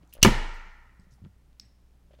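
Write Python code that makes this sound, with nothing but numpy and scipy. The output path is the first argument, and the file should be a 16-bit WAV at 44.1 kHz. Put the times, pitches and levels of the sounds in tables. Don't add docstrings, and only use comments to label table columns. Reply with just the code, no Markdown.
import sys
import numpy as np
from scipy import signal
from scipy.io import wavfile
from scipy.ndimage import uniform_filter1d

SR = 44100
rng = np.random.default_rng(int(sys.argv[2]) if len(sys.argv) > 2 else 0)


def master(y):
    cut = np.clip(np.atleast_2d(y).T, -1, 1)
    pcm = np.round(cut * 32767)
    wavfile.write(sys.argv[1], SR, pcm.astype(np.int16))


def field_ratio(decibels):
    return 10 ** (np.asarray(decibels, dtype=float) / 20)


N = 97020
T = np.arange(N) / SR


def at_hz(points, hz):
    p = np.array(points, float)
    return [np.interp(np.log(hz), np.log(p[:, 0]), column) for column in p.T[1:]]


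def clicks(times_s, gain):
    out = np.full(N, 1e-18)
    np.add.at(out, (np.asarray(times_s) * SR).astype(int), gain)
    return out


def burst(start_s, decay_s):
    return rng.standard_normal(N) * (T >= start_s) * np.exp(-np.abs(T - start_s) / decay_s)


def soft(x, hz):
    r = np.exp(-2 * np.pi * min(hz, 20000) / SR)
    return signal.lfilter([(1 - r) ** 2], [1, -2 * r, r * r], x)


def ring(x, hz, t60_s):
    r = field_ratio(-60 / (t60_s * SR))
    w = 2 * np.pi * hz / SR
    return signal.lfilter([0, np.sin(w)], [1, -2 * r * np.cos(w), r * r], x)


def band_pass(x, order, low_hz, high_hz):
    return signal.sosfilt(signal.butter(order, [low_hz, high_hz], "band", fs=SR, output="sos"), x)


def noise_bands():
    edges_hz = 14 * 2 ** np.arange(0, 10.4, 1 / 5)
    white = rng.standard_normal((2, N + SR))
    for k, (low, high) in enumerate(zip(edges_hz, edges_hz[1:])):
        yield np.sqrt(low * high), band_pass(white[k % 2], 2, low, high)[SR:]


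# (frequency [Hz], level [dB rms])
HUM = [(59.8, -59), (119.6, -75), (179.4, -78)]
# (frequency [Hz], density [dB per Hz])
ROOM_NOISE = [(12, -11), (22, -0.5), (40, -13.5), (90, -18), (180, -17.5), (330, -26), (1500, -37),
              (16000, -50.5)]


def background():
    level_db, patchy_db, smooth_above_hz = -62.5, 5.5, 180
    noise = 0
    for hz, band in noise_bands():
        slow = np.interp(T, np.linspace(0, T[-1], 30), rng.standard_normal(30))
        wander_db = patchy_db * slow / (1 + hz / smooth_above_hz)
        noise = noise + band * field_ratio(at_hz(ROOM_NOISE, hz)[0] + wander_db)
    hum = sum(field_ratio(db + 1.5) * np.sin(2 * np.pi * hz * T) for hz, db in HUM)
    return field_ratio(level_db) * noise / noise.std() + hum


# (start [s], length [s], level [dB],
# centre [Hz], band factor either side [ratio])
RUBS = [(0.02, 0.039, -65, 1490, 2.05), (0.09, 0.04, -68.5, 5050, 1.5), (0.125, 0.041, -54, 3600, 2.1),
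        (0.127, 0.037, -59, 12500, 1.23), (0, 0.15, -57.5, 806, 1.58), (1.219, .07, -36, 150, 1.4),
        (1.178, .025, -52, 800, 1.2), (0.2162, 0.011, -38, 3600, 1.4), (0.16, .07, -53, 1003, 1.8),
        (0.536, 0.068, -72.5, 10010, 1.6), (0.999, 0.068, -71.5, 5000, 1.43),
        (1.106, 0.063, -64, 5450, 1.3), (1.122, 0.062, -70, 7955, 1.35), (1.248, 0.03, -54, 1132, 1.54),
        (1.602, 0.1, -61.5, 2200, 1.27), (2.109, 0.026, -63, 1900, 1.76), (2.132, 0.034, -61, 2200, 1.68),
        (2.183, 0.027, -62.5, 2200, 1.75)]


def rubs():
    grain_db = 20 * uniform_filter1d(rng.standard_normal(N), size=100)
    noise = rng.standard_normal(N) * field_ratio(grain_db)
    out = 0
    for s, length_s, db, hz, width in RUBS:
        swell = np.sin(np.pi * np.clip((T - s) / length_s, 0, 1) ** .5)
        out = out + field_ratio(db) * band_pass(noise, 2, hz / width, hz * width) * swell
    return out


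# (time [s], level [dB], frequency [Hz], t60 [s])
THUMPS = [(.01, -54.5, 164.5, 0.21), (0.034, -52, 300, 0.048), (0.994, -47, 185, 0.093),
          (.99, -51, 90, 0.098), (1.069, -50.5, 182.9, 0.092), (1.121, -49, 127.9, 0.097),
          (1.22, -41.5, 93.8, 0.33), (1.219, -41, 185, 0.043), (1.24, -39.5, 150, 0.11),
          (1.248, -53, 323, 0.061), (1.262, -38.5, 194.7, 0.068), (1.61, -56.5, 200.3, .15),
          (1.65, -51.5, 120.7, 0.11)]


def thumps():
    return sum(ring(soft(clicks([s], field_ratio(db)), 7.5 * hz), hz, t60) for s, db, hz, t60 in THUMPS)


# (time [s], level [dB], frequency
# [Hz], t60 [s])
TICKS = [(.032, -52, 3500, 0.0012), (.05, -62.5, 6290, 0.0031), (.076, -56, 6900, 0.0038),
         (.094, -68, 7500, .006), (0.1273, -45.5, 2780, 0.019), (0.1308, -53, 2760, 0.026),
         (0.137, -49, 2980, .015), (0.168, -56, 3000, .012), (.2292, -7, 4310, .009),
         (.2305, -1, 2460, .006), (.2785, -18, 1900, .012), (.289, -24.5, 975, 0.072),
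         (.133, -68, 12100, 0.0044), (0.1377, -31.5, 12700, 0.0048), (.1375, -45, 10750, 0.025),
         (.1375, -40, 14200, .006), (.151, -52, 15200, .008), (.128, -58, 9700, .03),
         (.142, -50, 13000, 0.0063), (.151, -52, 9802, 0.04), (.1515, -49, 2920, 0.012),
         (.1605, -52, 2900, 0.016), (.179, -48, 3500, 0.0019), (.545, -57, 8020, 0.028),
         (.997, -65, 8000, 0.052), (.998, -58, 4935, 0.012), (1.11, -65.5, 6604, 0.014),
         (1.186, -63, 783, 0.027), (1.243, -54, 3830, 0.0017), (1.251, -45.5, 1499, 0.0034),
         (1.249, -47, 3000, .003), (1.53, -53.5, 3954, 0.0019), (1.5979, -30.5, 5200, .006),
         (1.59867, -32, 5500, 0.0064), (1.6003, -39.5, 4502, 0.0072), (1.6021, -43, 4597, 0.0066),
         (1.608, -65, 8010, 0.12), (1.652, -69, 7990, .1), (2.134, -60.5, 3310, .015),
         (2.15, -60.5, 3600, .015), (1.12, -62, 5400, .02), (1.138, -59, 5607, 0.016)]


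def ticks():
    crack_db, crack_s, pair_cycles = -15.5, 0.00044, 1.1
    out = 0
    for s, db, hz, t60 in TICKS:
        click = clicks([s], field_ratio(db) / 2)
        pair = sum(ring(click, hz + side * pair_cycles / t60, t60) for side in (-1, 1))
        pair = band_pass(pair, 1, hz / 2, min(hz * 2, 20000))
        crack = soft(soft(burst(s, crack_s), 3.1 * hz), 3.1 * hz)
        out = out + pair + field_ratio(db + crack_db) * np.diff(crack, prepend=0)
    return out


# (time [s], level [dB], frequency [Hz])
CREAKS = [
    (.1525, -44.5, 580),
    (.168, -42.5, 580),
    (.187, -42, 580),
    (.201, -46.5, 558.6),
    (1.217, -61.5, 540),
    (2.108, -48, 590.3),
    (2.113, -58, 497),
    (2.137, -46.5, 600),
    (2.142, -54.5, 510),
    (2.19, -47.5, 587),
]


def creaks():
    return sum(ring(soft(clicks([s], field_ratio(db)), 1300), hz, .022) for s, db, hz in CREAKS)


# (crest [s], level [dB], width [s])
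PUSH = [
    (.197, -37.5, 0.0083),
    (.2305, -8, 0.00079),
    (.2345, -14, 0.0034),
]
# (frequency [Hz], level [dB], t60 [s], delay after knock [s])
TABLE = [(26.2, -17.5, 0.91, 0.034), (39.5, -16.5, 0.093, 0.0668), (87.8, -12.5, 0.083, 0.014),
         (119.6, -14.5, 0.23, .012), (155.5, -18.5, 0.17, 0.0042), (207, -8.5, 0.14, 0.0039),
         (224, -7, 0.14, .0135), (227, -1, 0.033, .0235)]


def table():
    rise_hz, swell_db, swell_s, fall_s = 241, -29, .012, 0.0087
    push = 0
    for k, (s, db, width_s) in enumerate(PUSH):
        push = push + field_ratio(db) * (-1) ** (k + 1) * np.exp(-.5 * ((T - s) / width_s) ** 2)
    after_s = T - PUSH[1][0]
    swell = field_ratio(swell_db) * np.exp(-np.abs(after_s + 0.005) / swell_s) * np.exp(-np.maximum(after_s, 0) / fall_s)
    knock_s = KNOCKS[0][0]
    boom = sum(ring(clicks([knock_s + lag], field_ratio(db)), hz, t60) for hz, db, t60, lag in TABLE)
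    return soft(boom, rise_hz) + push + swell


# (time [s], level [dB], contact cut-off [Hz], hollow clack [dB])
RATTLE = [(0.221, -38, 3999, -36), (0.228, -13.5, 5000, -22.5), (.229, -1, 7086, -30),
          (0.2287, -4.5, 15020, -6), (0.2308, -2, 15150, -9.5), (0.2319, -5, 19090, -19.5),
          (0.2351, -5, 8000, -2.5), (0.2407, -18.5, 8000, -25), (0.242, -23, 5000, -18),
          (0.2465, -17, 8000, -24), (0.2509, -6.5, 4494, -11.5)]
# (frequency [Hz], level [dB], t60 [s])
METAL = [(3500, -16.5, 0.0098), (4300, -5.5, 0.0067), (5000, -11, .008), (5870, -6.5, 0.0098),
         (6300, -8.5, 0.0096), (8240, -9.5, 0.0094), (9800, -12.5, .006), (12100, -16.5, 0.0015),
         (11894, -11, 0.0035), (13200, -14, .005)]


def rattle():
    crack_db, crack_s, part_spread, luck_db = -4.5, 0.00026, 0.048, 5.1
    out = 0
    for s, db, contact_hz, _ in RATTLE:
        modes = 0
        for hz, mode_db, t60 in METAL:
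            level, sign, detune = rng.standard_normal(3)
            click = clicks([s], field_ratio(mode_db + luck_db * level) * np.sign(sign))
            modes = modes + ring(click, hz * (1 + part_spread * detune), t60)
        crack = field_ratio(crack_db) * np.diff(burst(s, crack_s), prepend=0)
        out = out + field_ratio(db) * soft(crack + modes, contact_hz)
    return out


def clack():
    strikes = np.array(RATTLE)
    return ring(clicks(strikes[:, 0], field_ratio(strikes[:, 3])), 2870, .012)


# (time [s], level [dB], contact cut-off [Hz])
KNOCKS = [
    (.2492, -4, 5000),
    (0.2499, -9.5, 5000),
    (0.2521, -12.5, 3000),
    (0.2548, -7, 2000),
    (0.2606, -10.5, 3500),
    (0.262, -16.5, 1200),
    (.278, -17, 2500),
    (0.291, -23, 1471),
]
# (frequency [Hz], level [dB], t60 [s])
WOOD = [(300, -17.5, 0.061), (372.9, -14.5, 0.018), (397.7, -14.5, 0.067), (507.1, -7.5, 0.027),
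        (760, -18, .015), (880, -11.5, 0.023), (1003, -11.5, 0.036), (1200, -12, 0.031), (1347, -6, 0.011),
        (1734, -4, 0.01), (1900, -15.5, 0.029), (2276, -6, 0.025), (2460, -9.5, 0.015), (3320, -13, .006)]


def knock():
    pulse_db, rebound_db, luck_db = 1.5, -9.5, 2
    out = 0
    for k, (s, db, contact_hz) in enumerate(KNOCKS):
        hit = soft(soft(clicks([s], -field_ratio(db)), contact_hz), 2 * contact_hz)
        pulse = field_ratio(pulse_db + db) if k == 0 else -field_ratio(rebound_db + db)
        out = out + pulse * hit / np.abs(hit).max()
        for hz, mode_db, t60 in WOOD:
            out = out + field_ratio(mode_db + luck_db * rng.standard_normal()) * ring(hit, hz, t60)
    return out


# (frequency [Hz], level [dB], t60 [s])
RADIATED = [(150, -7.5, 0.017), (300, 1.5, 0.0066), (412, -6, .015), (580, -3, 0.0076), (935, -4.5, .016),
            (1360.6, -2.5, .01), (1872.6, -3.5, 0.0086), (2300, -3, .007), (2900, -3, 0.0035)]
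# (time [s], level [dB])
RATTLE_TO_ROOM = [
    (0.2297, 15.5),
    (0.2344, 10),
]


def radiated():
    hit = clicks([KNOCKS[0][0]], 0.85)
    times_s, levels_db = np.array(RATTLE_TO_ROOM).T
    high_pass = signal.butter(2, 2200, "high", fs=SR, output="sos")
    cracks = signal.sosfilt(high_pass, clicks(times_s, field_ratio(levels_db)))
    return cracks + sum(field_ratio(db) * ring(hit, hz, t60) for hz, db, t60 in RADIATED)


# (frequency [Hz], early level [dB], early t60 [s], late level [dB], late t60 [s])
ROOM = [(100, -47, 0.55, -49.5, .5), (300, -45, 0.14, -48, 0.67), (600, -45, 0.34, -50, .8),
        (874, -43, 0.19, -41, 1), (1280, -43, .15, -46.5, 1.223), (1900, -40.5, .15, -42, 1.185),
        (2500, -38.5, .15, -47, 0.99), (3600, -39.5, .2, -47, 0.82), (6000, -39.5, 0.27, -52.5, 0.96),
        (9000, -40.5, 0.14, -53, 0.53), (14010, -42.5, 0.11, -55, 0.25)]


def room(x):
    first_echo_s = 0.0077
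    tail = 0
    for hz, band in noise_bands():
        early_db, early_s, late_db, late_s = at_hz(ROOM, hz)
        tail = tail + band * (field_ratio(early_db - 60 * T / early_s) + field_ratio(late_db - 60 * T / late_s))
    tail = tail * np.clip(T / first_echo_s - .5, 0, 1)
    return signal.fftconvolve(x, tail)[:N]


def scene():
    fingers = rubs() + ticks() + creaks()
    hollow = clack()
    reflected = room(field_ratio(-3.5) * fingers + radiated() + field_ratio(-6) * hollow)
    puzzle = rattle() + knock() + hollow
    mix = background() + fingers + thumps() + table() + puzzle + reflected
    return mix[None]


def roll_off(x):
    return signal.sosfilt(signal.butter(12, 16840, fs=SR, output="sos"), x)


def record(dry):
    ceiling, cutoff_hz = 1.05, 16900
    rounded = ceiling * np.tanh(dry / ceiling)
    top_cut = signal.cheby2(12, 60, cutoff_hz, fs=SR, output="sos")
    return roll_off(signal.sosfilt(top_cut, rounded))


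dry = scene()
out = record(dry)
master(out)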